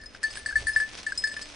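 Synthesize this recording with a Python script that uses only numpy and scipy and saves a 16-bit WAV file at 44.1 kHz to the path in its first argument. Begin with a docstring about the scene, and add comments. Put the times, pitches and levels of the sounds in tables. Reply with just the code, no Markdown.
"""An animal moves through rough grass in a hushed open field, a small sheet-metal bell on its collar.
From the start the clapper strikes and chatters in uneven runs; muffled, the low note goes flat and short.
Stalks snap, and from 0.25 s the grass swishes louder. Near 0.63 s a foot treads softly as a light wind
buffets the microphone. The strikes pause at 0.8 s and run again from 1.07 to 1.41 s.
A faint distant hum peaks near 1.5 s while the bell rings out."""
import sys
import numpy as np
from scipy import signal
from scipy.fft import rfft, irfft
from scipy.io import wavfile
from scipy.ndimage import uniform_filter1d

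SR = 44100
rng = np.random.default_rng(int(sys.argv[2]) if len(sys.argv) > 2 else 0)


def store_wav(level_fs):
    """Save 16-bit WAV to argv[1]."""
    pcm = np.round(np.clip(np.atleast_2d(level_fs), -1, 1) * 32767)
    wavfile.write(sys.argv[1], SR, pcm.T.astype(np.int16))


N = 68355

# spectra of field hush, wind and grass: (frequency [Hz], relative density [dB])
HUSH_SPECTRUM = [(40, 6), (100, -2.5), (160, -6), (210, 1), (270, 2.5), (330, -2), (430, -1), (600, -2.5),
                 (900, -9.5), (2000, -6), (5000, -30.5), (11000, -62)]
WIND_SPECTRUM = [(15, -0.5), (28, -3), (50, 6.5), (75, -5), (100, -0.5), (150, -18), (300, -18.5),
                 (1000, -45)]
GRASS_SPECTRUM = [(150, 1.5), (500, 1.5), (1200, 0.5), (2500, 4), (4000, 2), (6000, 1), (7500, -10),
                  (9500, -6), (11000, -30)]
# hum fundamental and octave: (peak level [dB])
HUM_PARTIALS_DB = [-60, -61.5]
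# wind strength: (time [s], relative level [dB])
WIND_GUSTS = [(0.0, -53.5), (0.158, -60), (0.518, -51), (0.63, -43.5), (0.828, -54), (0.84, -49),
              (1.052, -60), (1.476, -55.5), (1.55, -57)]
# movement through the grass: (time [s], relative level [dB])
GRASS_MOTION = [(0, -69), (.1, -66), (.15, -62), (.205, -67), (.25, -56), (.37, -55.5), (.42, -60),
                (.54, -58), (.6, -54), (.72, -55), (.82, -54.5), (.87, -57), (.96, -53.5), (1.01, -55),
                (1.05, -53.5), (1.1, -58), (1.2, -57.5), (1.3, -56), (1.42, -53.5), (1.55, -56.5)]
# stalk snaps and swishes: (time [s], level [dB], centre [Hz], decay [s])
STALK_SNAPS = [(.149, -46, 1500, .012), (.229, -42, 1400, .014), (.2927, -47, 4000, .003),
               (.329, -44, 5000, .003), (.335, -40, 4500, .002), (.371, -43, 4500, .004),
               (.503, -44, 6000, .002), (.519, -46, 5500, .003), (.572, -45, 4200, .025),
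               (.8899, -43, 3800, .004), (.934, -45, 4500, .003), (1.0305, -36, 3800, .005),
               (1.065, -40, 4000, .005), (1.1533, -40, 4000, .003), (1.2235, -37, 2800, .002),
               (1.42, -43, 5500, .008), (1.428, -42, 5000, .003)]
# clapper strikes: (time [s], low note [Hz], low note t60 [s], rise [s], peaks of main modes 0-4 [dB])
CLAPPER_STRIKES = [(0.001, 1760.0, 0.16, 0.00067, -45, -64, -69.0, -83.0, -73),
                   (0.014, 1760.0, 0.18, 0.0025, -53, -57, -52.5, -83.0, -89),
                   (0.036, 1750.0, 0.07, 0.00033, -39, -54, -75, -69, -57),
                   (0.059, 1760.0, 0.033, 0.0014, -51, -74.0, -42, -77, -71),
                   (0.149, 1560.0, 0.015, 0.00029, -34.5, -63, -47, -73, -83.0),
                   (0.231, 1700.0, 0.019, 0.00038, -28.5, -61, -38.5, -34.5, -37.0),
                   (0.236, 1760.0, 0.12, 0.0047, -18.5, -33.5, -50.5, -45, -55),
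                   (0.305, 1755.0, 0.23, 0.0024, -44.5, -49, -44.5, -42, -58),
                   (0.352, 1755.0, 0.52, 0.002, -41.5, -43.5, -43, -41.5, -45.5),
                   (0.371, 1680.0, 0.026, 0.0013, -28.5, -52, -57, -52, -39.5),
                   (0.46, 1745.0, 0.045, 0.0011, -20.5, -38, -44.5, -35.0, -38.5),
                   (0.486, 1748.0, 0.085, 0.0067, -26, -44, -49, -57, -76),
                   (0.5105, 1560.0, 0.014, 0.0022, -30.5, -54, -58, -72.0, -64),
                   (0.5255, 1630.0, 0.049, 0.0015, -27, -68, -77, -76, -87),
                   (0.5555, 1752.0, 0.07, 0.0058, -13.5, -40.5, -53.5, -36.5, -42.5),
                   (0.6685, 1760.0, 0.12, 0.001, -20, -35, -48, -39.5, -33),
                   (0.681, 1770.0, 0.045, 0.0038, -24.5, -55, -45.5, -52.0, -43.5),
                   (0.693, 1745.0, 0.079, 0.0023, -21, -61, -51, -48, -53),
                   (0.716, 1755.0, 0.15, 0.00092, -33.5, -74, -58, -59, -57),
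                   (0.733, 1755.0, 0.16, 0.0014, -42, -66.0, -36, -63, -57),
                   (0.761, 1750.0, 0.095, 0.0014, -12.0, -37.5, -43.5, -33.5, -38),
                   (0.8005, 1725.0, 0.087, 0.001, -18.0, -40, -42, -37.5, -45.5),
                   (0.811, 1742.0, 0.11, 0.024, -25.5, -67, -81, -68, -77.5),
                   (1.065, 1755.0, 0.072, 0.0029, -21.5, -42.5, -49, -40, -49),
                   (1.088, 1750.0, 0.096, 0.0037, -30, -62.0, -53.5, -64, -72),
                   (1.121, 1605.0, 0.022, 0.0023, -21.5, -47, -43, -43.5, -56),
                   (1.1755, 1750.0, 0.1, 0.0034, -65, -40.5, -27.5, -36, -41.5),
                   (1.2385, 1745.0, 0.095, 0.002, -17.5, -39, -29, -40, -42),
                   (1.272, 1735.0, 0.12, 0.0005, -27, -39, -59, -36, -46),
                   (1.314, 1755.0, 0.082, 0.0024, -31, -49, -41.5, -44.5, -55),
                   (1.3655, 1750.0, 0.11, 0.00075, -27.5, -52, -43.5, -48, -50.5),
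                   (1.414, 1760.0, 0.12, 0.0037, -41.0, -40, -40, -41.5, -57)]
# upper modes of the bell wall: (frequency [Hz])
WALL_MODE_HZ = [2186, 4522, 5093, 6328, 6522, 8007, 9292, 10977]
# per wall mode: (unmuffled t60 [s], level re its main mode [dB], left minus right [dB], left lead [rad])
WALL_MODES = [(0.086, -31.5, 10.5, -0.8), (0.072, -0.5, 2, -0.32), (0.066, 4, 2.1, -0.42),
              (0.36, -16, -1, -0.2), (0.051, -24.5, 6, 0.2), (0.094, -3, -3.3, -.3), (.12, 0.5, 0.5, 0.8),
              (.12, -26.5, -2, 0)]
# per wall mode: (main mode that sets its strength [index])
WALL_MAIN_MODE = [0, 1, 2, 1, 1, 3, 4, 4]
# per wall mode: (share of rattle and flutter [0-1])
WALL_ROUGHNESS = [.6, .9, .5, 1, 1, .9, 1, 1]

LOW_FREE_HZ = 1757  # unmuffled low note
TIME_S = np.arange(N) / SR


def undb(db):
    """Decibels to gain."""
    return 10 ** (np.asarray(db) / 20)


def unit(x):
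    """Scale to rms 1."""
    return x / np.sqrt(np.mean(x ** 2))


def colour(x, spectrum):
    """Filter by (Hz, dB) points, to rms 1."""
    hz, db = np.array(spectrum).T
    bins_hz = np.maximum(np.fft.rfftfreq(N, 1 / SR), 1)
    gain = undb(np.interp(np.log(bins_hz), np.log(hz), db))
    return unit(irfft(rfft(x) * gain, N))


def band(x, hz, octaves):
    """Band-pass around a centre, to rms 1."""
    edges_hz = [hz / 2 ** (octaves / 2), min(hz * 2 ** (octaves / 2), SR / 2 - 1000)]
    return unit(signal.sosfilt(signal.butter(2, edges_hz, "band", fs=SR, output="sos"), x))


def walk(rate_hz):
    """Smooth random wander, rms 1."""
    width = int(SR / rate_hz)
    return unit(uniform_filter1d(uniform_filter1d(rng.standard_normal(N), width), width))


def stereo_noise(side_db):
    """White mid/side noise."""
    mid, side = rng.standard_normal((2, N))
    return mid + undb(side_db) * side * np.array([[1], [-1]])


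def place(ring, pan_db, lead_rad):
    """Complex ring to stereo by level and phase difference."""
    side = np.array([[.5], [-.5]])
    return (ring * undb(pan_db * side) * np.exp(1j * lead_rad * side)).imag


def add(out, start_s, x):
    """Mix x into out from start_s."""
    i = max(int(start_s * SR), 0)
    n = min(x.shape[-1], N - i)
    out[..., i:i + n] += x[..., :n]


def fade(t, t60_s):
    """Exponential decay, 60 dB per t60_s."""
    return np.exp(-np.log(1000) * t / t60_s)


def ring_envelope(t, rise_s, t60_s, after_db, after_t60_s):
    """Struck mode: rise, decay and faint after-ring; peak 1."""
    env = (1 - np.exp(-t / rise_s)) * (fade(t, t60_s) + undb(after_db) * fade(t, after_t60_s))
    return env / env.max()


def field_hush():
    """Low, nearly steady noise of the open field."""
    level_db = -54 + .5 * walk(rate_hz=18)
    return undb(level_db) * colour(stereo_noise(side_db=-6.5), HUSH_SPECTRUM)


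def distant_hum():
    """A faint wavering tone and its octave swell toward the end."""
    pitch_hz, peak_s, width_s = 293, 1.49, .52
    cycles = pitch_hz * np.cumsum(1 + .008 * walk(rate_hz=20)) / SR
    tone = sum(undb(db) * np.sin(2 * np.pi * k * cycles) for k, db in enumerate(HUM_PARTIALS_DB, 1))
    return tone * np.exp(-((TIME_S - peak_s) / width_s) ** 2)


def wind():
    """Gusts rumble on the microphone."""
    level_db = np.interp(TIME_S, *np.array(WIND_GUSTS).T) + 1
    return undb(level_db) * colour(stereo_noise(side_db=-15.5), WIND_SPECTRUM)


def footfall():
    """One dull, soft tread on turf."""
    level_db, peak_s, width_s = -48, .626, .018
    swell = np.exp(-((TIME_S - peak_s) / width_s) ** 2)
    return undb(level_db) * swell * band(stereo_noise(side_db=-24), hz=520, octaves=.97)


def grass():
    """Blades swish and crackle as they are brushed aside; stalks snap."""
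    swish_db, crackle_db, grains_per_s, scatter_db = 4.5, 5.5, 900, 4
    motion_db = np.interp(TIME_S, *np.array(GRASS_MOTION).T) + 2 * walk(rate_hz=40)
    onsets = rng.random(N) < grains_per_s / SR
    grains = onsets * undb(scatter_db * np.minimum(rng.exponential(size=N), np.pi))
    grain_env = signal.lfilter([1], [1, -fade(1 / SR, t60_s=.0013)], grains)
    crackle = colour(grain_env * stereo_noise(side_db=-13), GRASS_SPECTRUM)
    swish = colour(stereo_noise(side_db=-1.5), GRASS_SPECTRUM)
    out = undb(motion_db) * (undb(swish_db) * swish + undb(crackle_db) * crackle)
    for start_s, db, hz, decay_s in STALK_SNAPS:
        snap = band(stereo_noise(side_db=-30.5), hz, octaves=1.56)
        add(out, start_s, undb(db) * np.exp(-TIME_S / decay_s) * snap)
    return out


def clapper_ticks():
    """Metal scrapes briefly on metal at each strike, scaled to main modes 1-4."""
    relative_db, decay_s = -7.5, .0072
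    env, t = np.zeros(N), TIME_S[:SR // 10]
    for start_s, _, _, _, _, *upper_db in CLAPPER_STRIKES:
        add(env, start_s, np.linalg.norm(undb(upper_db)) * np.exp(-t / decay_s))
    return undb(relative_db) * env * band(stereo_noise(side_db=-4.5), hz=5430, octaves=1.07)


def bell_wall_modes():
    """Strikes ring the upper modes; the loose clapper rattles along the wall and roughens each onset."""
    rattle_depth, rattle_hz, rattle_decay_s, flutter_hz = .7, 230, .09, 26
    muffle_hz = 125  # a low note this flat halves the ring time
    out, t = 0, TIME_S[:SR // 2]
    for hz, mode, main, share in zip(WALL_MODE_HZ, WALL_MODES, WALL_MAIN_MODE, WALL_ROUGHNESS):
        t60_s, relative_db, pan_db, lead_rad = mode
        depth = share * rattle_depth * np.exp(-t / rattle_decay_s)
        clean_energy, rough_energy = np.zeros((2, N))
        for start_s, low_hz, _, rise_s, *main_db in CLAPPER_STRIKES:
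            damping = 1 + abs(LOW_FREE_HZ - low_hz) / muffle_hz
            env = ring_envelope(t * damping, rise_s, t60_s, after_db=-12, after_t60_s=.4)
            energy = (undb(main_db[main] + relative_db) * env) ** 2
            add(clean_energy, start_s, energy * (1 - depth ** 2))
            add(rough_energy, start_s, energy * depth ** 2)
        rattle = (walk(rattle_hz) + 1j * walk(rattle_hz)) / np.sqrt(2)
        amplitude = np.sqrt(clean_energy) + np.sqrt(rough_energy) * rattle
        cycles = np.cumsum(hz + share * flutter_hz * walk(rattle_hz)) / SR
        out = out + place(amplitude * np.exp(2j * np.pi * cycles), pan_db, lead_rad)
    return out


def bell_low_note():
    """The lowest mode dies quickly, leaving a faint ring that settles on the free pitch."""
    settle_s = .0293
    out, t = np.zeros(N, complex), TIME_S[:SR // 2]
    for start_s, struck_hz, t60_s, rise_s, peak_db, *_ in CLAPPER_STRIKES:
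        env = ring_envelope(t, rise_s, t60_s, after_db=-35.5, after_t60_s=.46)
        pitch_hz = LOW_FREE_HZ + (struck_hz - LOW_FREE_HZ) * np.exp(-(t / settle_s) ** 2)
        cycles = np.cumsum(pitch_hz) / SR
        add(out, start_s, undb(peak_db) * env * np.exp(2j * np.pi * cycles))
    return place(out, pan_db=3.6, lead_rad=-.6)


def scene():
    """Bell, movement and air, in stereo."""
    bell = bell_low_note() + bell_wall_modes() + clapper_ticks()
    return bell + grass() + footfall() + field_hush() + distant_hum() + wind()


def record(dry):
    """Steep elliptic low-pass."""
    cutoff_hz = 11150
    return signal.sosfilt(signal.ellip(10, .2, 70, cutoff_hz, fs=SR, output="sos"), dry)


dry = scene()
out = record(dry)
store_wav(out)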